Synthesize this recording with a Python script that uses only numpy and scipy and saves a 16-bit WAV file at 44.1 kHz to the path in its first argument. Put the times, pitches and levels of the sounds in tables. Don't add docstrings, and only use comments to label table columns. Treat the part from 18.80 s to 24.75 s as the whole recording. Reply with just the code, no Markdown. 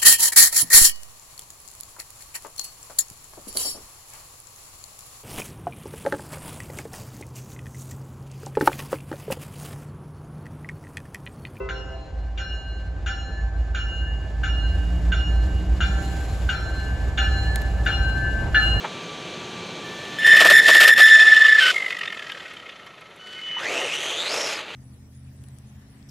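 import sys
import numpy as np
from scipy import signal
from scipy.fft import rfft, irfft, next_fast_len
from scipy.io import wavfile
from scipy.ndimage import uniform_filter1d, minimum_filter1d

SR = 44100
rng = np.random.default_rng(int(sys.argv[2]) if len(sys.argv) > 2 else 0)


def field_ratio(decibels):
    return 10 ** (np.asarray(decibels, dtype=float) / 20)


def unload_audio(sound):
    columns = np.transpose(np.atleast_2d(sound))
    steps = np.round(np.clip(columns, -1, 1) * 32767)
    wavfile.write(sys.argv[1], SR, steps.astype(np.int16))


N = 262395
TIME = np.arange(N) / SR

# (time [s], pitch [Hz], rotor rattle [0-1], overtone blur [0-1])
CHOPPER = [(1.03, 1767, .05, .1), (1.43, 1768, .1, .2), (1.47, 1770, .42, .72), (2.12, 1770, .42, .78),
           (2.2, 1765, .45, .93), (2.23, 1748, .3, .94), (2.27, 1764, .26, .94), (2.35, 1762, .18, .92),
           (2.8, 1754, .14, .85)]
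# (multiple, relative level [dB])
CHOPPER_ORDERS = [(1, 0), (2, -16.5), (3, -25), (4, -31), (5, -34.5), (6, -41.5), (7, -45), (8, -47)]
# (time [s], lift of orders 2 and up [dB], tilt above order 3 [dB per order])
CHOPPER_TILT = [(1.03, 6, 3), (1.38, 6, 2.5), (1.42, 2, 1), (2.1, 3, 0.5), (2.3, 3, -1.5), (2.5, -1, -2),
                (2.8, -2, -2)]
BLUR_SHARE = [0, 1, 1, 1, .95, .95, 1, 1]
# (time [s], level [dB])
THROTTLE = [(1.39, -24), (1.437, -23), (1.452, -12.5), (1.55, -9.5), (1.6, -11.5), (1.66, -13.5),
            (1.735, -6), (1.795, -7.5), (1.81, -18), (1.895, -13), (1.925, -8.5), (2.02, -9.5), (2.13, -10),
            (2.15, -23.5), (2.17, -17.5), (2.22, -6.5), (2.48, -10), (2.8, -14)]
CREEP_START_S, CREEP_DB, RELEASE_S = 1.037, -43, 2.803
FIRST_FRAME_S, FRAME_S, FRAME_SPREAD_DB = 1.386, .019876, 1.5
LAUNCH_S, LAUNCH_TURNS_PER_S, SPEEDUP_TURNS_PER_S2 = 2.225, 5.8, 48.4
THROB_DB, THROB_GROWTH_DB_PER_S = 3.5, 4.5
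# (time [s], pitch [Hz], level [dB])
LAUNCH_MESH = [(2.25, 503, -35), (2.42, 690, -40.5), (2.58, 962, -44), (2.66, 1083, -52), (2.75, 1230, -32),
               (2.92, 2050, -45)]

# (time [s], thud [dB], scrub [dB], length [s])
LURCHES = [(1.466, -28.5, -22.5, 0.038), (1.534, -26, -24, 0.035), (1.566, -39, -22, 0.039),
           (1.605, -14.5, -9.5, 0.031), (1.65, -15, -10, 0.036), (1.703, -13, -6, 0.023),
           (1.885, -14, -10.5, 0.026), (1.95, -18, -16, 0.026), (2.006, -20, -12, 0.051),
           (2.035, -23, -12.5, 0.035), (2.08, -19.5, -11, 0.029), (2.18, -23.5, -15.5, 0.021),
           (2.199, -19.5, -13, 0.015)]
# (frequency [Hz], relative density [dB])
THUD = [(88, -61), (150, -38), (248, -19), (667, -1), (825, -15), (1280, -5.5), (1580, -14.5), (1790, -5),
        (2030, -19), (3000, -15.5), (3900, -30), (6600, -120)]
# (frequency [Hz], relative density [dB])
SCRUB = [(300, -70), (900, -48), (1250, 1.5), (2000, -1.5), (2700, 3), (3500, -0.5), (4300, -6), (5300, -7),
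         (6500, -14), (8500, -12), (10000, -19), (11800, -11), (14500, -30), (15700, -36)]
# (time [s], level [dB], swell [s], fade [s])
SHELL_KNOCK = (0.034, -24, .017, .01)
# (frequency [Hz], relative density [dB])
SHELL = [(150, -40), (350, -8), (700, 0), (1000, -1), (1400, -8), (1900, -8), (3000, -18), (6000, -50)]

# (time [s], tread rumble [dB], grit and gear clatter [dB], grit hiss [dB])
ROLLING = [(1.36, -61, -46, -56), (1.46, -55, -25.5, -39), (1.59, -42, -21.5, -32),
           (1.7, -37.5, -31.5, -32.5), (1.98, -39, -20.5, -24), (2.09, -57, -55, -80),
           (2.198, -42, -24.5, -28.5), (2.754, -44, -26.5, -36), (2.9, -37.5, -22, -36.5),
           (2.94, -41, -36, -39), (3.174, -49.5, -48.5, -50.5), (3.716, -52.5, -48.5, -54.5),
           (4.3, -56, -59, -80), (4.486, -55.5, -46.5, -51.5), (4.8, -57, -36.5, -56)]
# (frequency [Hz], relative density [dB])
RUMBLE = [(60, -53), (150, -34), (300, -6.5), (450, 0), (650, 0.5), (850, -9), (1100, -10), (1400, -13),
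          (3000, -78)]
# (frequency [Hz], relative density [dB])
HISS = [(1500, -55), (3500, 14.5), (4600, 10), (5400, 8), (6200, 4), (7100, 8), (8200, 2), (9800, -3.5),
        (11500, -1.5), (13500, -25), (15700, -35)]
# (frequency [Hz], width [Hz], gain [dB])
CHASSIS = [(1269, 64, -4), (1570, 260, -4.5), (1880, 76, 6), (2143, 39, 8), (2524, 77, 0.5),
           (2834, 71, 3.5), (3070, 82, 2.5), (3635, 110, -1.5)]

# (start [s], end [s], pitch [Hz], swell by the end [dB], orders 1, 2, 3, 4 [dB])
BRAKES = [(2.806, 2.914, 1503, -6, -18.5, -21.5, -55, -55), (4.393, 4.608, 1496, 8, -55, -47.5, -63, -70.5),
          (4.613, 4.791, 1490, 8, -66, -36.5, -82, -64), (4.768, 5.4, 1484, 1, -80, -75, -80, -53)]
# (start [s], end [s], level [dB])
SKID = (2.77, 2.922, -21.5)

TEETH = 42
COAST_S, COAST_END_S, COAST_TURNS_PER_S, SLOWING_TURNS_PER_S2 = 2.9413, 4.4, 51.21, 21.23
KNOCK_DB, KNOCK_FADE_DB_PER_S, KNOCK_SPREAD_DB, KNOCK_JITTER_TURNS = -21.5, 16.5, 1.9, 0.052
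TICK_DB, TICK_FADE_DB_PER_S, TICK_SPREAD_DB = -58, 17, 6
MESH_SHARE_DB, MESH_SHARE_END_DB, MESH_SHARE_FADE_S = 9, -10, .4
# (time [s], knock [dB], bright tick [dB])
TIMED_KNOCKS = [(2.943, -29, -55), (2.962, -19, -54), (3.061, -21.5, -50), (3.103, -19, -48),
                (3.123, -21.5, -60), (3.187, -25, -45), (3.21, -20.5, -61), (3.2315, -22.5, -61),
                (3.254, -22.5, -59), (3.274, -22.5, -62), (3.323, -24.5, -54), (3.392, -27, -53),
                (3.516, -26.5, -50), (3.653, -28.5, -65), (3.735, -36.5, -53), (3.8883, -31.5, -62),
                (4.062, -36.5, -56), (4.2084, -40, -56), (4.3, -44, -66), (4.36, -49, -56)]
# (frequency [Hz], relative density [dB])
TICK = [(5000, -47), (7000, -5), (9500, -11), (11200, -3), (13000, -19), (15500, -44)]
# (time [s], level [dB])
DRONE = [(2.25, -37), (2.54, -33), (2.72, -40.5), (3.6, -46.5), (4.13, -52.5), (4.7, -55)]

# (time [s], pitch [Hz], level [dB])
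MESH = [(4.75, 950, -45), (4.8, 1200, -41), (4.84, 1800, -35), (4.88, 2250, -33.5), (4.95, 2602, -33),
        (5.031, 2902, -33), (5.11, 2650, -33.5), (5.2, 3053, -34.5), (5.35, 3250, -34.5), (5.46, 3900, -32),
        (5.53, 5200, -37.5), (5.601, 5500, -36), (5.79, 4860, -47)]
# (multiple, gain [dB])
MESH_ORDERS = [(1, 7.5), (2, -5), (3, -6.5)]
# (time [s], tread rumble [dB], roar [dB], hiss [dB])
PULL = [(4.78, -47, -28, -39), (4.82, -38.5, -38, -49), (4.906, -31.5, -34.5, -42.5),
        (5.066, -33, -33.5, -43), (5.104, -43, -34, -43.5), (5.242, -39, -34, -41),
        (5.476, -38.5, -31.5, -43.5), (5.54, -30.5, -28, -34.5), (5.734, -38, -30.5, -40),
        (5.854, -46, -37.5, -58), (5.95, -47, -36, -55)]
# (frequency [Hz], relative density [dB])
ROAR = [(410, -37), (700, -23), (846, 2), (997, -9.5), (1160, -0.5), (1650, -3.5), (2550, 1.5), (4100, -6),
        (5000, -14), (6500, -57), (11000, -120)]
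# (frequency [Hz], relative density [dB])
FAR_HISS = [(2650, -78), (4500, -54), (4890, -39.5), (5890, 2), (6630, 5), (7240, 1), (9530, -10),
            (11100, -6.5), (14300, -32), (15500, -39)]

# (time [s], rush level [dB])
FAN = [(0.0, -36), (1.76, -36), (2.6, -47.5), (4.44, -53), (4.85, -46.5), (5.95, -47.5)]
# (frequency [Hz], relative density [dB])
FAN_RUSH = [(18, -56), (30, -25), (173, 0), (270, -5), (359, -2.5), (996, -10), (1140, -15), (1260, -12.5),
            (1640, -11.5), (2020, -15.5), (2420, -10), (4090, -11), (5170, -24.5), (6210, -18.5),
            (15500, -55)]
# (frequency [Hz], level [dB])
FAN_TONES = [(177.6, -51), (360.7, -49.5), (430.7, -51.5), (1168, -44), (2342, -47.5), (3133, -50),
             (3327, -51), (4097, -58.5), (5389, -61), (6137, -57.5), (6686, -69)]
# (frequency [Hz], relative density [dB])
STREET = [(18, -45), (30, -1), (455, -9.5), (728, -15), (1330, 1.5), (1640, -7), (2180, -1), (6050, -67),
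          (11000, -20), (15500, -62)]
# (frequency [Hz], side against mid [dB])
WIDTH = [(60, -21), (110, -28), (200, -24), (380, -30), (700, -36), (1290, -37), (2380, -34), (4400, -30),
         (8120, -29), (15000, -23)]


def rms_one(x):
    return x / np.sqrt(np.mean(np.abs(x) ** 2) + 1e-20)


def in_time(rows):
    s, *columns = np.transpose(rows)
    return [np.interp(TIME, s, c) for c in columns]


def shaped(x, spectrum):
    size = next_fast_len(N)
    hz, db = np.transpose(spectrum)
    grid_hz = np.maximum(np.arange(size // 2 + 1) * SR / size, 1)
    gain = field_ratio(np.interp(np.log(grid_hz), np.log(hz), db))
    return irfft(rfft(x, size) * gain, size)[:N]


def coloured(x, spectrum):
    return rms_one(shaped(x, spectrum))


def noise(spectrum):
    return coloured(rng.standard_normal(N), spectrum)


def wobble(width_hz):
    r = np.exp(-2 * np.pi * width_hz / SR)
    white = rng.standard_normal(N) + 1j * rng.standard_normal(N)
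    return rms_one(signal.lfilter([1], [1, -2 * r, r * r], white))


def grit(per_s, spread_db, bed):
    sizes = field_ratio(spread_db * np.minimum(rng.exponential(1, N), 5)) * rng.choice([-1, 1], N)
    clicks = rms_one(sizes * (rng.random(N) < per_s / SR))
    return clicks + bed * rng.standard_normal(N)


def cycles(hz):
    return 2 * np.pi * np.cumsum(hz) / SR


def gate(start_s, end_s, edge_s):
    return np.clip(np.minimum(TIME - start_s, end_s - TIME) / edge_s, 0, 1)


def bursts(times_s, gains, rises_s, falls_s):
    out = np.zeros(N)
    for s, gain, rise, fall in np.broadcast(times_s, gains, rises_s, falls_s):
        i = int(s * SR)
        age = np.arange(min(int((rise + 6 * fall) * SR), N - i)) / SR
        decay = np.exp(-np.maximum(age - rise, 0) / fall)
        out[i:i + len(age)] += gain * np.minimum(age / rise, 1) * decay
    return out


def chassis(x, direct, patchy_db):
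    out = direct * signal.sosfilt(signal.butter(2, [1000, 4500], "band", fs=SR, output="sos"), x)
    for k, (hz, width_hz, db) in enumerate(CHASSIS):
        r = np.exp(-np.pi * width_hz / SR)
        a = [1, -2 * r * np.cos(2 * np.pi * hz / SR), r * r]
        b = [(1 - r * r) / 2, 0, (r * r - 1) / 2]
        uneven = field_ratio(db + patchy_db * np.real(wobble(18)))
        out += (-1) ** k * signal.lfilter(b, a, uneven * x)
    return rms_one(out)


def radio_frames():
    starts = np.arange(FIRST_FRAME_S, RELEASE_S, FRAME_S)
    s, db = np.transpose(THROTTLE)
    spread_db = FRAME_SPREAD_DB * rng.standard_normal(len(starts))
    return starts, np.interp(starts + FRAME_S / 2, s, db) + spread_db


def launch_throb_db():
    age = TIME - LAUNCH_S
    turns = LAUNCH_TURNS_PER_S * age + SPEEDUP_TURNS_PER_S2 * age ** 2 / 2
    depth_db = THROB_DB + THROB_GROWTH_DB_PER_S * age
    return depth_db * np.cos(2 * np.pi * turns) * gate(LAUNCH_S - FRAME_S, 9, FRAME_S)


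def rotor_rattle(rattle):
    return 1.89 * rattle * np.real(wobble(77) * np.exp(2j * np.pi * 1830 * TIME))


def can_hiss():
    band = np.real(wobble(540) * np.exp(2j * np.pi * 11200 * TIME))
    return field_ratio(-28.5) * gate(1.7, 2.32, 0.023) * band


def chopper():
    (hz, rattle, blur), (lift_db, tilt_db) = in_time(CHOPPER), in_time(CHOPPER_TILT)
    starts, level_db = radio_frames()
    frame = np.searchsorted(starts, TIME) - 1
    driven = field_ratio(level_db[frame] + launch_throb_db())
    level = np.where(frame < 0, field_ratio(CREEP_DB), driven) * gate(CREEP_START_S, RELEASE_S, 0.0021)
    dip = (frame >= 0) * np.exp(-np.abs(TIME - starts[frame]) / .003)
    level = uniform_filter1d(level * (1 - .3 * dip), size=50)
    slip = np.cumsum(rng.normal(0, .22, len(starts)))[frame]
    phase = cycles(hz) + uniform_filter1d(slip, size=40)
    out = rotor_rattle(rattle) + can_hiss()
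    for (order, db), blur_share in zip(CHOPPER_ORDERS, BLUR_SHARE):
        share = blur * blur_share
        carrier = np.sqrt(1 - np.maximum(share, rattle) ** 2) + share * wobble(60 * order)
        order_db = db + lift_db * (order > 1) + tilt_db * max(order - 3, 0)
        out += field_ratio(order_db) * np.real(carrier * np.exp(1j * order * phase))
    low_cut = signal.butter(2, 900, "high", fs=SR, output="sos")
    return signal.sosfilt(low_cut, np.sqrt(2) * level * out)


def launch_mesh():
    hz, db = in_time(LAUNCH_MESH)
    return field_ratio(db) * gate(2.3, 2.94, 0.024) * np.real(wobble(32) * np.exp(1j * cycles(hz)))


def lurches():
    s, thud_db, scrub_db, length = np.transpose(LURCHES)
    thud = bursts(s - .006, field_ratio(thud_db), 0.011, .5 * length) * noise(THUD)
    flicker = field_ratio(4.5 * np.real(wobble(40)))
    scrape = coloured(grit(1500, 2.75, bed=0.46), SCRUB)
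    return thud + bursts(s - .006, field_ratio(scrub_db), 0.0076, 0.5 * length) * flicker * scrape


def shell_knock():
    s, db, swell, fade = SHELL_KNOCK
    return bursts([s], field_ratio(db), swell, fade) * noise(SHELL)


def rolling():
    rumble_db, clatter_db, hiss_db = in_time(ROLLING)
    flicker_db = np.interp(TIME, [LAUNCH_S, SKID[1]], [4.0, 1.5]) * np.real(wobble(49))
    crackle = grit(3500, 4.8, bed=0.79)
    rumble = field_ratio(rumble_db + 2.5 * np.real(wobble(15))) * noise(RUMBLE)
    clatter = field_ratio(clatter_db + flicker_db) * chassis(crackle, direct=0.24, patchy_db=4.0)
    hiss = field_ratio(hiss_db + flicker_db) * coloured(crackle, HISS)
    return gate(1.17, 5.3, 0.042) * (rumble + clatter + hiss)


def brakes():
    out = np.zeros(N)
    sag = 1 + .065 * np.exp(-np.abs(TIME - BRAKES[0][0]) / .02)
    rough = .16 + .6 * gate(2.7, 3.1, .1)
    for start, end, hz, swell_db, *orders_db in BRAKES:
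        swell = field_ratio(swell_db * np.clip((TIME - start) / (end - start), 0, 1))
        flutter = (1 + rough * wobble(70)) * swell
        phase = cycles(hz * sag)
        tone = sum(field_ratio(db) * np.exp(1j * (k + 1) * phase) for k, db in enumerate(orders_db))
        out += np.sqrt(2) * gate(start, end, 0.0041) * np.real(flutter * tone)
    return out


def skid():
    start, end, db = SKID
    swell = np.clip((TIME - start) / .03, 0, 1) * gate(0, end, .008)
    far = signal.butter(2, 7200, fs=SR, output="sos")
    scrape = signal.sosfilt(far, coloured(grit(3000, 3.5, bed=1.2), SCRUB))
    return swell * field_ratio(db + 1.8 * np.real(wobble(47.3))) * scrape


def knock_rows():
    rate, span = COAST_TURNS_PER_S, COAST_END_S - COAST_S
    turn = np.arange(int(rate * span - SLOWING_TURNS_PER_S2 * span ** 2 / 2))
    early, hard, bright = rng.standard_normal((len(turn), 3)).T
    turn = turn + KNOCK_JITTER_TURNS * early
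    age = (rate - np.sqrt(rate ** 2 - 2 * SLOWING_TURNS_PER_S2 * turn)) / SLOWING_TURNS_PER_S2
    knock_db = KNOCK_DB - KNOCK_FADE_DB_PER_S * age + KNOCK_SPREAD_DB * hard
    tick_db = TICK_DB - TICK_FADE_DB_PER_S * age + TICK_SPREAD_DB * bright
    rows = np.transpose([COAST_S + age, knock_db, tick_db])
    for row in TIMED_KNOCKS:
        rows[np.argmin(np.abs(rows[:, 0] - row[0]))] = row
    return rows.T


def coasting():
    s, db, tick_db = knock_rows()
    turn_s = np.gradient(s)
    knocks = uniform_filter1d(bursts(s - .002, field_ratio(db), .3 * turn_s, .27 * turn_s), size=90)
    age = np.clip(TIME - COAST_S, 0, COAST_END_S - COAST_S)
    hz = TEETH * (COAST_TURNS_PER_S - SLOWING_TURNS_PER_S2 * age)
    sink = np.exp(-age / MESH_SHARE_FADE_S)
    tone_db = MESH_SHARE_END_DB + (MESH_SHARE_DB - MESH_SHARE_END_DB) * sink
    tone = field_ratio(tone_db) * np.real((0.7 + 0.32 * wobble(89)) * np.exp(1j * cycles(hz)))
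    rattle = chassis(rng.standard_normal(N), direct=0.36, patchy_db=5.0)
    rattle /= np.sqrt(uniform_filter1d(rattle ** 2, size=700))
    loose = np.interp(TIME, [2.95, 3.12], [.15, .7])
    dull = signal.butter(2, 5500, fs=SR, output="sos")
    knocking = signal.sosfilt(dull, knocks * (tone + loose * rattle))
    ticks = bursts(s, field_ratio(tick_db), .002, 0.0043) * noise(TICK)
    return knocking + ticks


def shell_drone():
    tone = np.real((0.3 + wobble(54)) * np.exp(2j * np.pi * 1312 * TIME))
    return gate(DRONE[0][0], DRONE[-1][0], 0.018) * field_ratio(in_time(DRONE)[0]) * tone


def far_whine():
    hz, db = in_time(MESH)
    phase = cycles(hz * (1 + .02 * np.real(wobble(25))))
    throb = field_ratio(4.0 * np.cos(2 * phase / TEETH) + 2.5 * np.real(wobble(30)))
    fast = np.clip(hz / 5000, 0, 1) ** 2
    whine = np.zeros(N)
    for order, order_db in MESH_ORDERS:
        blur = (1 - fast) * wobble(220 * order) + fast * wobble(430 * order)
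        whine += field_ratio(order_db) * np.real(blur * np.exp(1j * order * phase))
    dull = signal.butter(4, 8000, fs=SR, output="sos")
    return gate(MESH[0][0], MESH[-1][0], 0.021) * field_ratio(db) * throb * signal.sosfilt(dull, whine)


def far_tyres():
    rumble_db, roar_db, hiss_db = in_time(PULL)
    crackle = grit(4000, 3.8, bed=1.2) * field_ratio(2.1 * np.real(wobble(50)))
    tyres = field_ratio(rumble_db) * noise(RUMBLE)
    tyres += field_ratio(roar_db) * coloured(crackle, ROAR)
    tyres += field_ratio(hiss_db) * coloured(crackle, FAR_HISS)
    return gate(4.78, 7, 0.043) * tyres


def fan():
    rush = field_ratio(in_time(FAN)[0]) * noise(FAN_RUSH)
    tones = np.zeros(N)
    for hz, db in FAN_TONES:
        unsteady = 1 + 0.31 * wobble(hz / 120 + 6)
        tones += field_ratio(db) * np.real(unsteady * np.exp(2j * np.pi * hz * TIME))
    return rush + tones * gate(-1, 1.45, 0.04)


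def street():
    return field_ratio(-54.5) * noise(STREET)


def scene():
    mid = chopper() + launch_mesh() + lurches() + shell_knock() + rolling() + brakes() + skid()
    mid += coasting() + shell_drone() + far_whine() + far_tyres() + fan() + street()
    scatter = rng.standard_normal(1800) * np.exp(-np.arange(1800) / 400)
    scattered = signal.fftconvolve(mid, scatter / np.linalg.norm(scatter))[:N]
    side = shaped(scattered, WIDTH)
    return mid + side * np.array([[1], [-1]])


def roll_off(x):
    return signal.sosfilt(signal.butter(12, 15770, fs=SR, output="sos"), x)


def record(dry):
    room = np.minimum(1, .88 / (np.abs(dry).max(axis=0) + 1e-9))
    gain = uniform_filter1d(minimum_filter1d(room, size=90), size=60)
    low_cut = signal.butter(3, 50, "high", fs=SR, output="sos")
    mix = signal.sosfilt(low_cut, gain * dry)
    return roll_off(mix)


dry = scene()
out = record(dry)
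unload_audio(out)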